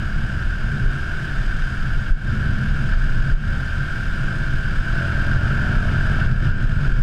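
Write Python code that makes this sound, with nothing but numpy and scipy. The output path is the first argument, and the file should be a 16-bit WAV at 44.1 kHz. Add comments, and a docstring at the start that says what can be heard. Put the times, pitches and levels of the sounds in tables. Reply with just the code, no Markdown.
"""A small single-cylinder motorcycle cruises, then opens its throttle, heard inside a closed housing on the
rider's helmet. The engine is a harmonic series of the firing rate, narrow whines and throbbing noise.
Wind is shaped noise with single big swings of pressure; tyre roar is steady noise; an oncoming engine is
three partials of sinking pitch. Gain control ducks everything at the biggest gusts."""
import sys
import numpy as np
from scipy import signal
from scipy.fft import rfft, irfft, next_fast_len
from scipy.io import wavfile
from scipy.ndimage import uniform_filter1d

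SR = 44100
rng = np.random.default_rng(int(sys.argv[2]) if len(sys.argv) > 2 else 0)


def boost(x):
    """Linear amplitude factor 10**(x/20) for a level x in decibels (scalar or array-like)."""
    u = np.asarray(x, float) / 20
    return 10 ** u


def materialize(psi):
    """Save the field psi as 16-bit PCM at rate SR to the path in sys.argv[1].

    A 1-D psi becomes a single channel; in a 2-D psi each row is a channel.
    """
    bounded = np.clip(np.atleast_2d(psi).T, -1, 1)
    quanta = np.round(bounded * 32767).astype(np.int16)
    wavfile.write(sys.argv[1], SR, quanta)


N = 309582  # samples

# engine speed: (time [s], firing rate [Hz])
REVS = [(0, 37.4), (1, 37.55), (3.6, 39.58), (4.7, 40.08), (4.95, 41.3), (5.2, 41.72), (5.5, 42.8),
        (6.05, 45.16), (6.2, 45.38), (6.6, 44.38), (7.02, 43.96)]
CRUISE_HZ = 39  # firing rate at which the speed-dependent levels take their base value


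def evened(x):
    """Normalisation: a signal divided by its root mean square has rms 1."""
    return x / np.sqrt(np.mean(x ** 2) + 1e-20)


def curves(rows):
    """Linear interpolation: each column is joined by straight lines in time."""
    times, *columns = np.transpose(rows)
    return [np.interp(np.arange(N) / SR, times, column) for column in columns]


def spectrum_gain(points, hz):
    """Spectral envelope: levels in dB joined on a log-frequency axis, returned as gain."""
    point_hz, level_db = np.transpose(points)
    return boost(np.interp(np.log(hz + 1), np.log(point_hz + 1), level_db))


def coloured(gain):
    """Spectral shaping: white noise filtered by gain(hz), with rms 1."""
    size = next_fast_len(N)
    spectrum = rfft(rng.standard_normal(size))
    hz = np.arange(size // 2 + 1) * SR / size
    return evened(irfft(spectrum * gain(hz), size)[:N])


def wander(seconds):
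    """Low-pass randomness: white noise through two running means of the given length, with rms 1."""
    span = max(round(seconds * SR), 1)
    smooth = uniform_filter1d(rng.standard_normal(N), span)
    return evened(uniform_filter1d(smooth, span))


def housing(hz):
    """Resonance: modes of the closed shell add humps or dips to a transmission gain of 1."""
    # shell modes: (centre [Hz], width [Hz], lift [dB])
    modes = [(676, 100, 3), (1322, 70, 9.5), (1430.5, 101, 13.5), (1562.5, 121, 16), (1681, 59, 9),
             (1752, 157, 10), (2265, 200, 2.5), (2876, 410, 4), (3175, 260, 3.5), (3595, 110, 4.5),
             (3930, 96, 4), (4300, 100, 4), (4660, 31, 9.5), (4820, 63, 2), (4980, 490, 8.5), (5710, 92, 6),
             (6620, 160, 4.5), (7950, 100, 6.5), (8420, 190, 7), (10800, 50, -12.5), (10620, 710, 4.5)]
    return 1 + sum((boost(db) - 1) / (1 + (2 * (hz - centre) / width) ** 4) for centre, width, db in modes)


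def passer():
    """Doppler effect: partials of an engine going by the other way sink together in pitch."""
    # oncoming engine: (time [s], frequency of the note [Hz], level [dB])
    passing = [(.55, 423, -73), (.72, 410, -43.5), (.9, 400, -45), (1.1, 385, -50), (1.35, 377.5, -46),
               (1.6, 376, -59), (1.9, 365, -85)]
    # its partials: (multiple of the note, relative level [dB])
    partials = [(.62, -4), (.82, -4.5), (1, -1)]
    hz, level_db = curves(passing)
    turns = np.cumsum(hz) / SR + .035 * wander(.025)  # the phase is a little unsteady
    note = sum(boost(db) * np.cos(2 * np.pi * k * turns) for k, db in partials)
    return np.sqrt(2) * boost(level_db) * note


def road():
    """Broadband contact noise: tyre roar passes through the resonances of the housing."""
    # tyre roar before the housing: (frequency [Hz], relative level [dB])
    tyre_spectrum = [(240, -25), (400, -3), (459, -14.5), (580, -4), (648, -1), (823, -11.5), (1200, -5),
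                     (1560, -33), (2640, -120)]
    roar = coloured(lambda f: spectrum_gain(tyre_spectrum, f) * housing(f))
    level_db = -45.5 + 0.62 * wander(0.083)
    return boost(level_db) * roar


def add_gusts(rumble):
    """Damped pressure swing: each gust brings suction, then a push, then a fading oscillation."""
    # big gusts: (time [s], top of the envelope [dB], swing frequency [Hz])
    gusts = [(2.101, 2, 25), (3.008, -11.5, 28.8), (3.186, -4, 26.4), (3.316, 0.5, 25.1),
             (5.752, -6.5, 28.8), (6.367, -6, 26.4), (6.639, -4.5, 28.8)]
    t = np.arange(SR // 8) / SR
    for start, db, hz in gusts:
        grow = t * hz / 0.61  # reaches 1 at the top of the envelope
        strength = (grow * np.exp(1 - grow)) ** 1.8
        part = rumble[round(start * SR):][:len(t)]  # a view, so the rumble itself changes
        part *= 1 - .8 * np.sqrt(strength)  # the gust sweeps the smaller eddies away
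        part -= boost(db) * strength * np.sin(2 * np.pi * hz * t)


def wind():
    """Turbulent flow: slow pressure rumble, gusts, boom of the helmet shell and whoosh past the edges."""
    # wind: (time [s], level of the pressure rumble [dB], level of the helmet boom [dB])
    wind_levels = [(0, -20.5, -24.5), (.6, -20, -26.5), (.8, -17, -21), (1.1, -24, -30), (1.4, -18, -27),
                   (2.1, -19.5, -26.5), (2.4, -18.5, -18), (2.7, -19.5, -19.5), (3, -13, -24.5),
                   (3.4, -16.5, -19.5), (3.9, -22, -27.5), (4.3, -18, -22.5), (4.8, -18, -25),
                   (5.1, -17.5, -24.5), (5.7, -19.5, -17), (6, -18.5, -23), (6.25, -15, -16),
                   (7.02, -14, -20)]
    # spectra of the three noises: (frequency [Hz], relative level [dB])
    rumble_spectrum = [(2.4, -37), (4.0, -6), (27, 5), (38, -0.5), (59, -17.5), (70, -10), (91, -42),
                       (150, -120)]
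    boom_spectrum = [(29, -43), (50, -22), (54, -4.5), (102, -4), (135, 1), (149, -3.5), (167, -18),
                     (180, -13), (230, -12.5), (400, -120)]
    whoosh_spectrum = [(100, -30), (170, 2), (433, -17), (600, -18.5), (780, -25), (1320, -120)]
    rumble_db, boom_db = curves(wind_levels)
    hz, = curves(REVS)
    # whoosh gains 0.49 dB per dB of boom above -21.5 dB, and 0.38 dB per Hz of firing rate, so with speed
    whoosh_db = -33.5 + 0.49 * (boom_db + 21.5) + 0.38 * (hz - CRUISE_HZ)

    rumble_db = rumble_db + 2 * wander(0.051)  # chance swells [dB]
    rumble = boost(rumble_db) * coloured(lambda f: spectrum_gain(rumble_spectrum, f))
    add_gusts(rumble)
    boom = boost(boom_db + 0.57 * wander(0.072)) * coloured(lambda f: spectrum_gain(boom_spectrum, f))
    whoosh = boost(whoosh_db + 0.1 * wander(0.076)) * coloured(lambda f: spectrum_gain(whoosh_spectrum, f))
    return rumble + boom + whoosh


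def clatter(hz, load):
    """Broadband impact noise: mechanical clatter grows with load and engine speed."""
    # clatter before the housing: (frequency [Hz], relative level [dB])
    clatter_spectrum = [(600, -21), (1000, -11.5), (1560, -4.5), (1990, -14.5), (2200, -9.5), (3300, -14),
                        (4150, -20), (5010, -23.5), (7000, -26.5), (10600, -37), (14000, -41.5),
                        (15000, -61)]
    level_db = -31 + 0.5 * load + 0.29 * (hz - CRUISE_HZ)
    return boost(level_db) * coloured(lambda f: spectrum_gain(clatter_spectrum, f) * housing(f))


def intake_roar(load):
    """Flow noise and reflection: roar rises as the throttle opens and swells briefly."""
    # intake roar before the housing: (frequency [Hz], relative level [dB])
    intake_spectrum = [(500, -20), (800, -11), (1350, -4), (1600, -3.5), (2000, -15.5), (2700, -12.5),
                       (4200, -22.5), (6500, -35), (15000, -65)]
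    # swells, as when things by the kerb throw the roar back: (time [s], half length [s], level [dB rms])
    kerbside = [(.7, 0.26, -40), (2.5, 0.3, -36), (2.93, 0.031, -29), (3.15, .1, -55), (6.216, .06, -26),
                (6.51, 0.071, -24.5), (6.85, 0.2, -36)]
    shut_db, open_db = -50, -29.5
    t = np.arange(N) / SR
    direct = boost(shut_db + (open_db - shut_db) * load ** 0.18)
    thrown_back = sum(boost(db) * np.exp(-((t - middle) / half) ** 2) for middle, half, db in kerbside)
    roar = coloured(lambda f: spectrum_gain(intake_spectrum, f) * housing(f))
    return np.hypot(direct, thrown_back) * roar


def throb(turns):
    """Amplitude modulation: noise peaks at the firing and again, weaker, at the valve strokes."""
    phase = 2 * np.pi * turns
    throb_db = 0.77 * np.cos(phase) + 0.4 * np.cos(2 * phase + 0.49) + 0.38 * np.cos(3 * phase + 1.2)
    flutter_db = 0.34 * wander(0.0079) + 0.78 * wander(0.65)  # air eddies waver the path to the helmet
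    return boost(throb_db + flutter_db)


def knocks(hz, load, turns):
    """Fourier series: high harmonics of the firing rate form one knock a cycle, coloured by the housing."""
    knock = np.zeros(N)
    for k in range(24, 60):
        shell = np.repeat(housing(k * hz[::256]), 256)[:N]
        level = shell * boost(-63.5 - 0.0768 * (k - 27))  # falls 0.0768 dB a harmonic before the housing
        # many parts strike through the cycle, so the phases are scattered
        scatter = .003 * k * k + .15 * rng.standard_normal()  # [cycles]
        knock += level * np.cos(2 * np.pi * (k * turns + scatter))
    return np.sqrt(2) * knock * boost(4 * load + 1.2 * wander(0.017))


def exhaust_and_whines(hz, load, turns):
    """Fourier series: harmonics form one exhaust pulse a cycle, and narrow whines stand near other multiples."""
    # exhaust harmonics 2 to 23 of the firing rate, cruising and under load: (level [dB rms])
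    cruise_levels = [-34, -40.5, -42, -51, -50, -68, -50.5, -53.5, -59, -93, -57, -74, -75.5, -78, -65,
                     -63.5, -64, -67, -57, -80, -82, -61]
    load_levels = [-26, -32, -44, -45, -48, -43, -46, -48, -50, -57, -54, -58, -49, -53, -51, -58, -57, -65,
                   -57, -53, -55, -60]
    # narrow whines near multiples of the firing rate: gears, and a knock harmonic ringing in the housing:
    # (multiple of the firing rate, cruising level [dB rms], loaded level [dB rms],
    # firing rate where the cruising whine is strongest [Hz])
    whines = [(13.8, -56, -47, 39.6), (39.05, -43, -50, 39.9), (48.05, -58, -70, 39.3),
              (80, -59, -72, 37.9)]
    # silencer resonance, which lifts loaded levels that cross it: (centre [Hz], width [Hz], lift [dB])
    pipe_ring = (662, 50, 6)
    ring_hz, ring_width, ring_db = pipe_ring
    orders = list(zip(range(2, 24), cruise_levels, load_levels))
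    for k, cruise_db, load_db, best_hz in whines:
        # a cruising whine loses 3.5 dB per Hz away from its strongest rate
        orders.append((k, cruise_db - 3.5 * abs(hz - best_hz), load_db))

    tones = np.zeros(N)
    for k, cruise_db, load_db in orders:
        load_db = load_db + ring_db / (1 + (2 * (k * hz - ring_hz) / ring_width) ** 2)
        level_db = cruise_db + load ** .6 * (load_db - cruise_db) + 2.5 * wander(.1)
        smear = 0.0595 * k * k  # phase bend of the pipe [rad]
        tones += boost(level_db) * np.cos(2 * np.pi * k * turns - smear)
    return np.sqrt(2) * tones


def engine():
    """Periodic excitation: exhaust, whines, knocks and throbbing noise share one firing phase."""
    # engine load: (time [s], load [0-1])
    load_curve = [(0, 0), (4.6, 0), (4.88, .15), (4.97, 1), (6.2, 1), (6.29, .6), (6.42, .6), (6.48, .7),
                  (6.58, .3), (7.02, .1)]
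    hz, = curves(REVS)
    load, = curves(load_curve)
    turns = np.cumsum(hz) / SR + .002 * wander(.06)  # firings come a little early or late [cycles]
    pulses = exhaust_and_whines(hz, load, turns) + knocks(hz, load, turns)
    noises = clatter(hz, load) + intake_roar(load)
    return pulses + throb(turns) * noises


def scene():
    """Superposition: engine, road, traffic and wind pressures add at one microphone."""
    return (engine() + road() + passer() + wind())[None]


def roll_off(x):
    """The treble ends steeply here."""
    return signal.sosfilt(signal.butter(12, 15130, fs=SR, output="sos"), x)


def record(dry):
    """Dynamic range compression: gain falls within milliseconds on a peak, then recovers; tanh saturates."""
    peak_db = 20 * np.log10(abs(dry[0]) + 1e-9)
    fall_db = np.arange(N) * 54.0 / SR  # the held peak sinks by 54 dB a second
    held_db = np.maximum.accumulate(peak_db + fall_db) - fall_db
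    over_db = np.maximum(held_db + 6.2, 0)  # excess above a threshold of -6.2 dB
    keep = np.exp(-1 / (.009 * SR))  # smoothing with a time constant of 9 ms
    duck_db = signal.lfilter([1 - keep], [1, -keep], 1.3 * over_db)  # 1.3 dB down per dB of excess
    mix = 0.57 * np.tanh(dry * boost(-duck_db) / 0.7)
    return roll_off(mix)


dry = scene()
out = record(dry)
materialize(out)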